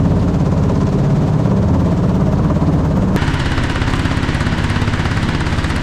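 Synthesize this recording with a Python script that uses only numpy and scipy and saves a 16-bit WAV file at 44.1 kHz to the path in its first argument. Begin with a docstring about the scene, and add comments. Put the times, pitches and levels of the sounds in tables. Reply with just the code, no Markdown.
"""On a river, aboard a small jet boat, its one-cylinder petrol engine firing 17 times a second under load.
With the microphone at the bow, the hull booms and rings, a loose part buzzes, and the exhaust is muffled,
a boat's length away. After about three seconds, with a click, the microphone is at the stern: each
exhaust pulse cracks close by, the engine clatters and the jet churns the water. Air buffets it softly."""
import sys
import numpy as np
from scipy import signal
from scipy.fft import rfft, irfft, next_fast_len
from scipy.io import wavfile
from scipy.ndimage import uniform_filter1d, map_coordinates

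SR = 44100
rng = np.random.default_rng(int(sys.argv[2]) if len(sys.argv) > 2 else 0)


def transcribe(u):
    """Save the signal u as a 16-bit wav file named by the first command-line argument.

    u: samples, shape (n,) or (channels, n), limited to [-1, 1]; the rate is SR.
    q: integer samples, one column per channel.
    """
    v = np.clip(np.atleast_2d(u).T, -1, 1)
    q = np.round(v * 32767).astype(np.int16)
    wavfile.write(sys.argv[1], SR, q)


N = 256662
TIME = np.arange(N) / SR
JUMP_S = 3.1625  # the microphone goes from bow to stern


def amp(db):
    return 10 ** (np.asarray(db) / 20)


def unit(x):
    return x / np.sqrt(np.mean(x ** 2) + 1e-20)


def noise():
    return rng.standard_normal(N)


def curves(rows):
    """One value per sample for each column after the time."""
    seconds, *columns = np.transpose(rows)
    return [np.interp(TIME, seconds, column) for column in columns]


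def wobble(rate):
    """A smooth random curve, rate knots a second."""
    steps = np.arange(0, N + 64, 64)
    slow = map_coordinates(rng.standard_normal(512), [steps * rate / SR], mode="mirror")
    return np.interp(np.arange(N), steps, slow)


def gritty(spiky_db):
    """A gain that jumps every millisecond, breaking smooth noise into grains."""
    return amp(spiky_db * unit(uniform_filter1d(noise(), size=40)))


def filtered(x, response):
    """x times a response of frequency."""
    size = next_fast_len(N + SR // 4)
    return irfft(rfft(x, size) * response(np.fft.rfftfreq(size, 1 / SR)), size)[:N]


def coloured(x, spectrum):
    """x shaped by (Hz, dB) points that fall away steeply past both ends, at rms 1."""
    hz, db = np.transpose(spectrum)
    hz = np.r_[hz[0] / 2, hz, hz[-1] * 2]
    db = np.r_[db[0] - 20, db, db[-1] - 80]
    return unit(filtered(x, lambda f: amp(np.interp(np.log(f + 1), np.log(hz), db))))


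def ringing(x, modes):
    """x through a few damped resonances, at rms 1."""
    def response(f):
        return sum((-1) ** k * amp(db) * 1j * f * width / (hz * hz - f * f + 1j * f * width)
                   for k, (hz, width, db) in enumerate(modes))
    return unit(filtered(x, response))


def bursts(rows, rise, decay):
    """A brief swell for each (s, dB) row; rise and decay in seconds."""
    return sum(amp(db) * np.exp(np.minimum((TIME - s) / rise, (s - TIME) / decay).clip(-30, 0))
               for s, db in rows)


def cycles(speed, firing_s):
    """Engine cycles run so far: a whole number at every firing, one of which falls at firing_s."""
    turn = np.cumsum(curves(speed)[0]) / SR
    return turn - np.interp(firing_s, TIME, turn) % 1 + 2


def puffs(turn, lag, rise, decay, rest):
    """A swell at every firing (times in cycles), each of its own size, over a resting level."""
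    count, age = np.divmod(turn - lag, 1)
    count = count.astype(int)
    size = amp(1.1 * rng.standard_normal(128))
    falling = size[count] * np.exp(-age / decay)
    rising = size[count + 1] * np.exp((age - 1) / rise)
    return rest + np.maximum(falling, rising)


def rattle(turn, memory):
    """Noise that partly repeats from one engine cycle to the next."""
    per_cycle = signal.lfilter([1], [1, -memory], rng.standard_normal((128, SR // 16)), axis=0)[8:]
    count = turn.astype(int)
    since_firing = np.arange(N) - np.searchsorted(count, count)
    return unit(per_cycle[count, since_firing])


def engine_note(turn, orders, swells, lag, spread, wander, wander_rate):
    """Pulses built of drifting, swelling multiples of the firing rate; spread smears each pulse."""
    multiples, db = np.transpose(orders)
    outline = np.interp(np.arange(65), np.r_[0, multiples, 64], np.r_[-30, db, -40])
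    # a pulse that starts sharply and rings on has minimum phase
    phase = 2 * rfft(irfft(np.log(amp(outline)))[:64], 128).imag
    pulses, power = np.zeros(N), 0
    for k, level in enumerate(db, 1):
        angle = 2 * np.pi * k * (turn - lag - spread * k) + phase[k] + 2 * wander * wobble(wander_rate)
        size = amp(level + (curves(swells[k])[0] if k in swells else 0))
        pulses += size * np.cos(angle) * (1 + wander * wobble(wander_rate))
        power = power + size ** 2
    return unit(pulses / np.sqrt(power))


# The engine's note, heard at the bow. Each row: multiple of the firing rate, relative level in dB.
BOOM_ORDERS = [(1, -18.5), (2, -16.5), (3, -1.5), (4, -6), (5, 0.5), (6, 0), (7, -2.5), (8, 3), (9, 2.5),
               (10, 0), (11, 3), (12, -3), (13, -8), (14, -11), (15, -11), (16, -4), (17, -9.5),
               (18, -17.5)]
# Its strong orders swell and fade in turn. 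Each row under an order: time in seconds, lift in dB.
BOOM_ORDER_SWELLS = {4: [(.4, -4), (1.2, -2), (1.65, 5.5), (2.1, 1.5), (2.5, -5.5), (2.8, 2.5)],
                     5: [(.2, 2), (.85, 1), (1.45, -11), (1.65, 8.5), (2.0, -3), (2.3, 2), (3.0, -2)],
                     7: [(0, 2), (.6, 1), (1.0, -7), (1.4, 11), (1.8, 4), (2.05, -3.5), (2.4, -4),
                     (3.1, 1)], 8: [(.15, -22), (.45, 5), (.65, -5), (1.08, 8), (1.5, -12.5), (1.95, 7.5),
                     (2.1, 1.5), (2.45, 0.5), (2.75, -6.5), (2.98, 1)], 9: [(.05, 3.5), (.25, -6),
                     (.65, -0.5), (.82, 4), (1.05, 4), (1.38, 9.5), (1.62, -12), (2.15, -16), (2.55, 5),
                     (3.0, 0.5)], 10: [(.1, 2.5), (.35, -0.5), (1.55, -12.5), (1.88, 11), (2.3, -1),
                     (2.75, -1), (3.1, -1)], 11: [(.2, -2), (.7, 0), (.95, 4), (1.3, -4), (1.58, 6),
                     (1.9, -2), (2.2, 3.5), (2.42, -5), (2.62, 3), (2.8, -6), (2.98, 4.5)]}
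# The rumble beneath it. Each row: frequency in Hz, relative level in dB.
BOOM_RUMBLE = [(12, -42), (40, -23), (90, -7), (140, 1.5), (195, -4), (228, -9.5), (285, -7.5),
               (345, -12.5), (600, -65.5)]
# The slow swell of the whole boom. Each row: time in seconds, lift in dB.
BOOM_SWELL = [(0, 0.5), (.7, -1.5), (1.1, 0.5), (2.0, 0), (2.5, 0.8), (3.1, 0)]
def hull_boom(turn):
    """Firings boom through the hull to the microphone at the bow."""
    note = engine_note(turn, BOOM_ORDERS, BOOM_ORDER_SWELLS,
                       lag=.24, spread=-.06, wander=.14, wander_rate=3.5)
    rumble = coloured(rattle(turn, memory=.3), BOOM_RUMBLE)
    return amp(-14.5 + curves(BOOM_SWELL)[0]) * (note + amp(-6.5) * rumble)


# Three bands of the exhaust, a boat's length away. Each row: frequency in Hz, relative level in dB.
GROWL_SPECTRUM = [(200, -10.5), (285, 3.5), (345, -6.5), (400, 0), (470, -3.5), (620, -14), (780, -11.5),
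                  (1100, -30.5)]
RASP_SPECTRUM = [(600, -2), (800, -6), (1030, -3), (1300, -8), (1750, -16.5), (3000, -50), (6000, -68)]
HISS_SPECTRUM = [(700, -13.5), (1800, 8), (3000, 3), (4500, -2.5), (6600, -3), (8500, -10), (11200, -25),
                 (13000, -16.5), (15500, -35)]
def far_exhaust(turn):
    """The exhaust's growl, rasp and hiss arrive dulled from the far end of the boat."""
    growl = rattle(turn, memory=.3) * puffs(turn, lag=.07, rise=.2, decay=.8, rest=.7)
    rasp = rattle(turn, memory=.32) * puffs(turn, lag=.02, rise=.2, decay=.28, rest=.7)
    hiss = rattle(turn, memory=.29) * gritty(spiky_db=1)
    hiss *= puffs(turn, lag=-.048, rise=.33, decay=.51, rest=.44)
    rasp_db = -31 + (TIME - JUMP_S / 2)  # grows 1 dB a second
    return (amp(-25.5) * coloured(growl, GROWL_SPECTRUM)
            + amp(rasp_db) * coloured(rasp, RASP_SPECTRUM)
            + amp(-41.5) * coloured(hiss, HISS_SPECTRUM))


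# The hull's panels, heard at the bow. Each row: resonance in Hz, width in Hz, relative level in dB.
PANEL_MODES = [(277, 33, -2.5), (403, 16, -9), (514, 34, -6.5), (630, 55, -4), (923, 56, -10.5),
               (1022, 38, -11)]
# The second panel ringing out. Each row: time in seconds, level in dB.
PANEL_SWELL = [(0, -29), (.85, -33), (1.05, -22.5), (1.3, -33.5), (1.7, -30), (2.0, -52)]
def hull_ring(turn):
    """Every firing knocks the hull's panels into a hollow ring; one panel swells for a while."""
    knocks = puffs(turn, lag=-.01, rise=.17, decay=.3, rest=.45) * amp(.7 * wobble(17))
    panels = ringing(rattle(turn, memory=.3) * knocks, PANEL_MODES)
    one_panel = ringing(rattle(turn, memory=.55) * knocks, PANEL_MODES[1:2])
    # a second, wider filter trims the hiss, leaving a hollow ring near 400 Hz
    hollow = ringing(one_panel, [(PANEL_MODES[1][0], 190, 0)])
    return amp(-28) * panels + amp(curves(PANEL_SWELL)[0]) * hollow


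# Water at the bow, near the microphone. Each row: frequency in Hz, relative level in dB.
RIPPLE_SPECTRUM = [(3000, 0), (4500, 4.5), (6500, -15), (8500, -11.5), (11000, -23)]
def ripples():
    """Small waves break on the bow in brief fizzing splashes."""
    splashes = noise() * amp(4.5 * wobble(70)) * gritty(spiky_db=1.5)
    return amp(-52) * coloured(splashes, RIPPLE_SPECTRUM)


# Air right on the microphone, at bow and stern. Each row: time in seconds, level in dB.
BUFFET_LEVELS = [(0, -47), (1.6, -46.5), (2.5, -35), (2.8, -26), (3.5, -24), (4.2, -28), (5.1, -29),
                 (5.8, -36)]
# Its rumble. Each row: frequency in Hz, relative level in dB.
BUFFET_SPECTRUM = [(20, -5.5), (35, -3.5), (60, -6), (130, -5)]
def buffet():
    """Moving air rumbles softly on the microphone."""
    return amp(curves(BUFFET_LEVELS)[0] + 1.1 * wobble(7)) * coloured(noise(), BUFFET_SPECTRUM)


# A loose part near the microphone. 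Each row: time in seconds, first shake in dB, second shake in dB.
BUZZ_LEVELS = [(.15, -65, -68), (.28, -42, -51), (.9, -38, -39), (1.2, -45.5, -54), (2.2, -43.5, -52),
               (2.6, -50, -56)]
# Its buzz. Each row: frequency in Hz, relative level in dB.
BUZZ_SPECTRUM = [(2000, -7), (2900, -1), (4500, 0.5), (6500, 2), (8500, -12), (11000, -39)]
def loose_buzz(turn):
    """Something loose near the bow buzzes twice for each firing."""
    first_db, second_db = curves(BUZZ_LEVELS)
    first = amp(first_db) * puffs(turn, lag=-.045, rise=.11, decay=.13, rest=0)
    second = amp(second_db) * puffs(turn + .027 * wobble(13), lag=.25, rise=.042, decay=.067, rest=0)
    return coloured(noise() * gritty(spiky_db=2.5), BUZZ_SPECTRUM) * (first + second)


# The hardest firings, heard at the bow. Each row: time in seconds, relative peak in dB.
HARD_KNOCKS = [(.056, -18), (.281, -16), (.567, -14), (.696, -12.5), (.805, -15), (1.209, -25),
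               (1.272, -21), (2.031, -26), (2.332, -8), (2.394, -10.5), (2.449, -14), (2.502, -6.5)]
# One such knock. Each row: frequency in Hz, relative level in dB.
KNOCK_SPECTRUM = [(280, -5), (600, 9), (800, -5), (1050, 3.5), (1400, -6), (2000, -23), (4000, -37)]
def hard_knocks():
    """A few firings hit the hull harder than the rest: a sudden, dull knock."""
    return amp(-9.5) * coloured(noise(), KNOCK_SPECTRUM) * bursts(HARD_KNOCKS, rise=.00091, decay=.008)


# Fine ticks at the bow. Each row: time in seconds, relative peak in dB.
TICKS = [(1.6877, -53), (1.7476, -47), (1.8055, -45), (1.8633, -46), (1.9207, -53), (2.0953, -51),
         (2.1564, -44), (2.2135, -49), (2.2714, -55), (2.3298, -43), (2.4485, -47), (2.7389, -43),
         (2.8551, -43), (2.9713, -42)]
# Their thin treble. Each row: frequency in Hz, relative level in dB.
TICK_SPECTRUM = [(11000, -30), (12500, 7), (13800, 0), (15500, -19)]
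def loose_ticks():
    """A loose part ticks finely after some of the firings."""
    return amp(-6.5) * coloured(noise(), TICK_SPECTRUM) * bursts(TICKS, rise=.0015, decay=.004)


# The engine's pace with the microphone at the bow. Each row: time in seconds, firings a second.
BOW_FIRING_RATE = [(0.0, 17.16), (0.54, 16.95), (1.15, 17.27), (1.31, 17.2), (3.16, 17.14)]
def bow():
    """At the bow the engine, a boat's length away, is heard mostly through the hull."""
    turn = cycles(BOW_FIRING_RATE, firing_s=.1127)
    engine = hull_boom(turn) + far_exhaust(turn) + hull_ring(turn) + hard_knocks()
    return engine + loose_buzz(turn) + loose_ticks() + ripples()


def jump_click(age):
    """A sharp click with a small low bump, where the sound cuts from bow to stern."""
    click = np.sign(age) * np.exp(-np.abs(age) / .0003)
    bump = np.sin(2 * np.pi * 400 * age) * np.exp(-np.abs(age) / .002)
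    return amp(-8) * (click + bump)


# The engine's note, close to the pipe. Each row: multiple of the firing rate, relative level in dB.
PIPE_ORDERS = [(1, 3), (2, 5.5), (3, -19.5), (4, 4), (5, 4), (6, 5), (7, -7), (8, 0), (9, 5), (10, 3),
               (11, -22), (12, -11), (13, -19), (14, 2.5), (15, -9), (16, 2.5), (17, -18.5), (18, -18.5),
               (19, -11), (20, -15.5)]
# Its strong orders swell and fade in turn. Each row under an order: time in seconds, lift in dB.
PIPE_ORDER_SWELLS = {4: [(3.2, -1), (3.8, 2), (4.1, -9), (4.4, 3), (5.8, 3)], 6: [(3.2, 1), (3.7, -1),
                     (4.3, -5), (4.6, 1), (5.2, 4), (5.6, -3)], 8: [(3.2, -5), (4.1, -4), (4.4, 3),
                     (5.0, -7), (5.5, 6.5), (5.8, -6)], 9: [(3.25, 4.5), (3.8, -2.5), (4.6, 0),
                     (5.3, -4.5)], 10: [(3.2, -8), (3.9, -0.5), (5.0, 1), (5.7, 2)], 16: [(3.3, 5),
                     (3.65, 1), (3.95, 5), (4.4, -3.5), (5.8, -2)]}
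# The rumble beneath it. Each row: frequency in Hz, relative level in dB.
PIPE_RUMBLE = [(10, -38), (40, -36), (100, 0), (150, -2.5), (205, -2.5), (265, -5.5), (330, -3.5),
               (450, -15.5), (800, -61)]
def exhaust_thump(turn):
    """Each slug of gas leaves the pipe with a push, then a suck, over the pipe's low note."""
    note = engine_note(turn, PIPE_ORDERS, PIPE_ORDER_SWELLS,
                       lag=-.018, spread=.0005, wander=.16, wander_rate=3)
    lag = width = .036  # cycles
    offset = ((turn - lag + .5) % 1 - .5) / width
    slug = unit(-offset * np.exp(-offset ** 2 / 2))
    rumble = coloured(rattle(turn, memory=.45), PIPE_RUMBLE)
    return amp(-3.2) * note + amp(-9.8) * slug + amp(-6.5) * rumble


# The exhaust valve at close range. Each row: frequency in Hz, relative level in dB.
SNAP_SPECTRUM = [(1500, 16), (4500, 1), (8500, 15), (12000, 4), (15500, -32)]
def valve_snap(turn):
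    """The valve opens with a spike, gas sizzles after it, and it shuts with a faint tick."""
    opening = puffs(turn, lag=-.025, rise=.014, decay=.024, rest=0)
    sizzle = puffs(turn, lag=-.02, rise=.06, decay=.12, rest=0) * amp(3.5 * wobble(60))
    shutting = puffs(turn, lag=.68, rise=.02, decay=.03, rest=0)
    valve = noise() * gritty(spiky_db=4) * (opening + .5 * sizzle + .14 * shutting)
    uneven = amp(1.2 * wobble(17))  # some firings snap harder than others
    return amp(-23) * coloured(valve * uneven, SNAP_SPECTRUM)


# The pipe's crack at close range. Each row: frequency in Hz, relative level in dB.
CRACK_SPECTRUM = [(200, 6.5), (550, -3.5), (1400, -0.5), (3000, -10), (5000, -14), (8500, -62)]
def exhaust_crack(turn):
    """Every pulse cracks as it leaves the pipe."""
    pulses = noise() * puffs(turn, lag=.0023, rise=.042, decay=.11, rest=.04)
    return amp(-4) * coloured(pulses, CRACK_SPECTRUM)


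# The engine, close to the microphone. Each row: frequency in Hz, relative level in dB.
CLATTER_SPECTRUM = [(250, -27), (520, 1.5), (850, -3), (1100, -1.5), (1400, -5), (1950, 1), (2600, -29),
                    (3200, -10), (5000, -16), (8000, -22), (14000, -56.5)]
def engine_clatter(turn):
    """The engine clacks just before each pulse and clatters after it."""
    knocks = puffs(turn, lag=.027, rise=.098, decay=.42, rest=.31)
    clacks = amp(-6) * puffs(turn, lag=-.18, rise=.025, decay=.085, rest=0)
    return amp(-4) * coloured(rattle(turn, memory=.34) * (knocks + clacks), CLATTER_SPECTRUM)


# The engine's metal, close by. Each row: resonance in Hz, width in Hz, relative level in dB.
METAL_MODES = [(951, 90, 1.5), (1492, 96, 0), (1760, 150, -6), (2940, 155, -5.5), (4100, 130, -22)]
def metal_ring(turn):
    """Firings set the engine's metal ringing; the ring fades slowly as the boat runs on."""
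    strikes = rattle(turn, memory=.57) * puffs(turn, lag=0, rise=.025, decay=.8, rest=.52)
    fade_db = -1.7 * np.maximum(TIME - JUMP_S, 0)
    return amp(-3.5 + fade_db) * ringing(strikes, METAL_MODES)


# Churned water just off the stern. Each row: frequency in Hz, relative level in dB.
WASH_SPECTRUM = [(150, -17), (450, 1), (1000, -1.5), (1900, 0.5), (2600, -4.5), (3300, -8), (4200, -10.5),
                 (6000, -20.5), (8000, -34), (10000, -44), (13000, -45), (15500, -63)]
def jet_wash():
    """The jet tears up the river: a surging rush made of countless tiny splashes."""
    splashes = coloured(noise() * gritty(spiky_db=2), WASH_SPECTRUM)
    return amp(-3 + .68 * wobble(16)) * splashes


# Spray landing behind the boat. Each row: frequency in Hz, relative level in dB.
SPRAY_SPECTRUM = [(3000, -3), (5000, 1), (8000, -1), (10000, -10), (13000, -18), (15000, -32)]
def jet_spray():
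    """Drops thrown up by the jet patter back on the river in small clusters."""
    drops = noise() * gritty(spiky_db=3.5) * amp(6 * wobble(45))
    return amp(-22) * coloured(drops, SPRAY_SPECTRUM)


# The hardest pops, close to the pipe. Each row: time in seconds, relative peak in dB.
HARD_POPS = [(3.2774, -23), (3.3962, -26), (3.5169, -29), (3.6371, -21), (3.7564, -24), (3.8167, -32),
             (3.935, -26), (4.1689, -32), (4.4054, -26), (4.6394, -27), (4.817, -28.5), (4.9342, -29),
             (5.4056, -26), (5.5844, -29), (5.6426, -24.5), (5.7608, -25)]
# One such pop. Each row: frequency in Hz, relative level in dB.
POP_SPECTRUM = [(1200, 3), (4000, 5), (8500, 11), (12000, -13), (15500, -24)]
def hard_pops():
    """Some exhaust pulses leave with a short, bright pop."""
    gas = coloured(noise() * gritty(spiky_db=1.5), POP_SPECTRUM)
    return amp(-7) * gas * bursts(HARD_POPS, rise=.00074, decay=.0029)


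# The hardest cracks, close to the pipe. Each row: time in seconds, relative peak in dB.
HARD_CRACKS = [(3.700, -4.5), (3.760, -15), (3.820, -6.5), (5.053, -31), (5.350, -5), (5.466, -9)]
def hard_cracks():
    """A few exhaust pulses crack harder than the rest."""
    return amp(-8) * coloured(noise(), CRACK_SPECTRUM) * bursts(HARD_CRACKS, rise=.001, decay=.0014)


# The engine's pace with the microphone at the stern. Each row: time in seconds, firings a second.
STERN_FIRING_RATE = [(3.16, 16.91), (3.54, 16.63), (4.08, 17.02), (5.37, 16.98), (5.82, 16.76)]
def stern():
    """At the stern the pipe, the engine and the jet are all close to the microphone."""
    turn = cycles(STERN_FIRING_RATE, firing_s=3.2215)
    turn += .005 * wobble(17)  # no two firings are timed quite alike
    thump = exhaust_thump(turn)
    engine = valve_snap(turn) + exhaust_crack(turn) + engine_clatter(turn) + metal_ring(turn)
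    water = jet_wash() + jet_spray()
    return amp(-16.5) * thump + amp(-25.5) * (engine + water) + hard_pops() + hard_cracks()


def scene():
    """One microphone at the bow, then at the stern, with a click between and moving air throughout."""
    age = TIME - JUMP_S
    fade_in = np.clip(age / .006, 0, 1)
    boat = np.where(age < 0, bow(), fade_in * stern())
    return (boat + jump_click(age) + buffet())[None]


def record(dry):
    """The recorder rounds off the highest peaks and keeps nothing above its band limit."""
    ceiling, top_hz, roll_off_hz = .8, 15750, 700
    rounded = dry / (1 + np.abs(dry / ceiling) ** 6) ** (1 / 6)
    return filtered(rounded[0], lambda hz: np.clip((top_hz - hz) / roll_off_hz, 0, 1))[None]


dry = scene()
out = record(dry)
transcribe(out)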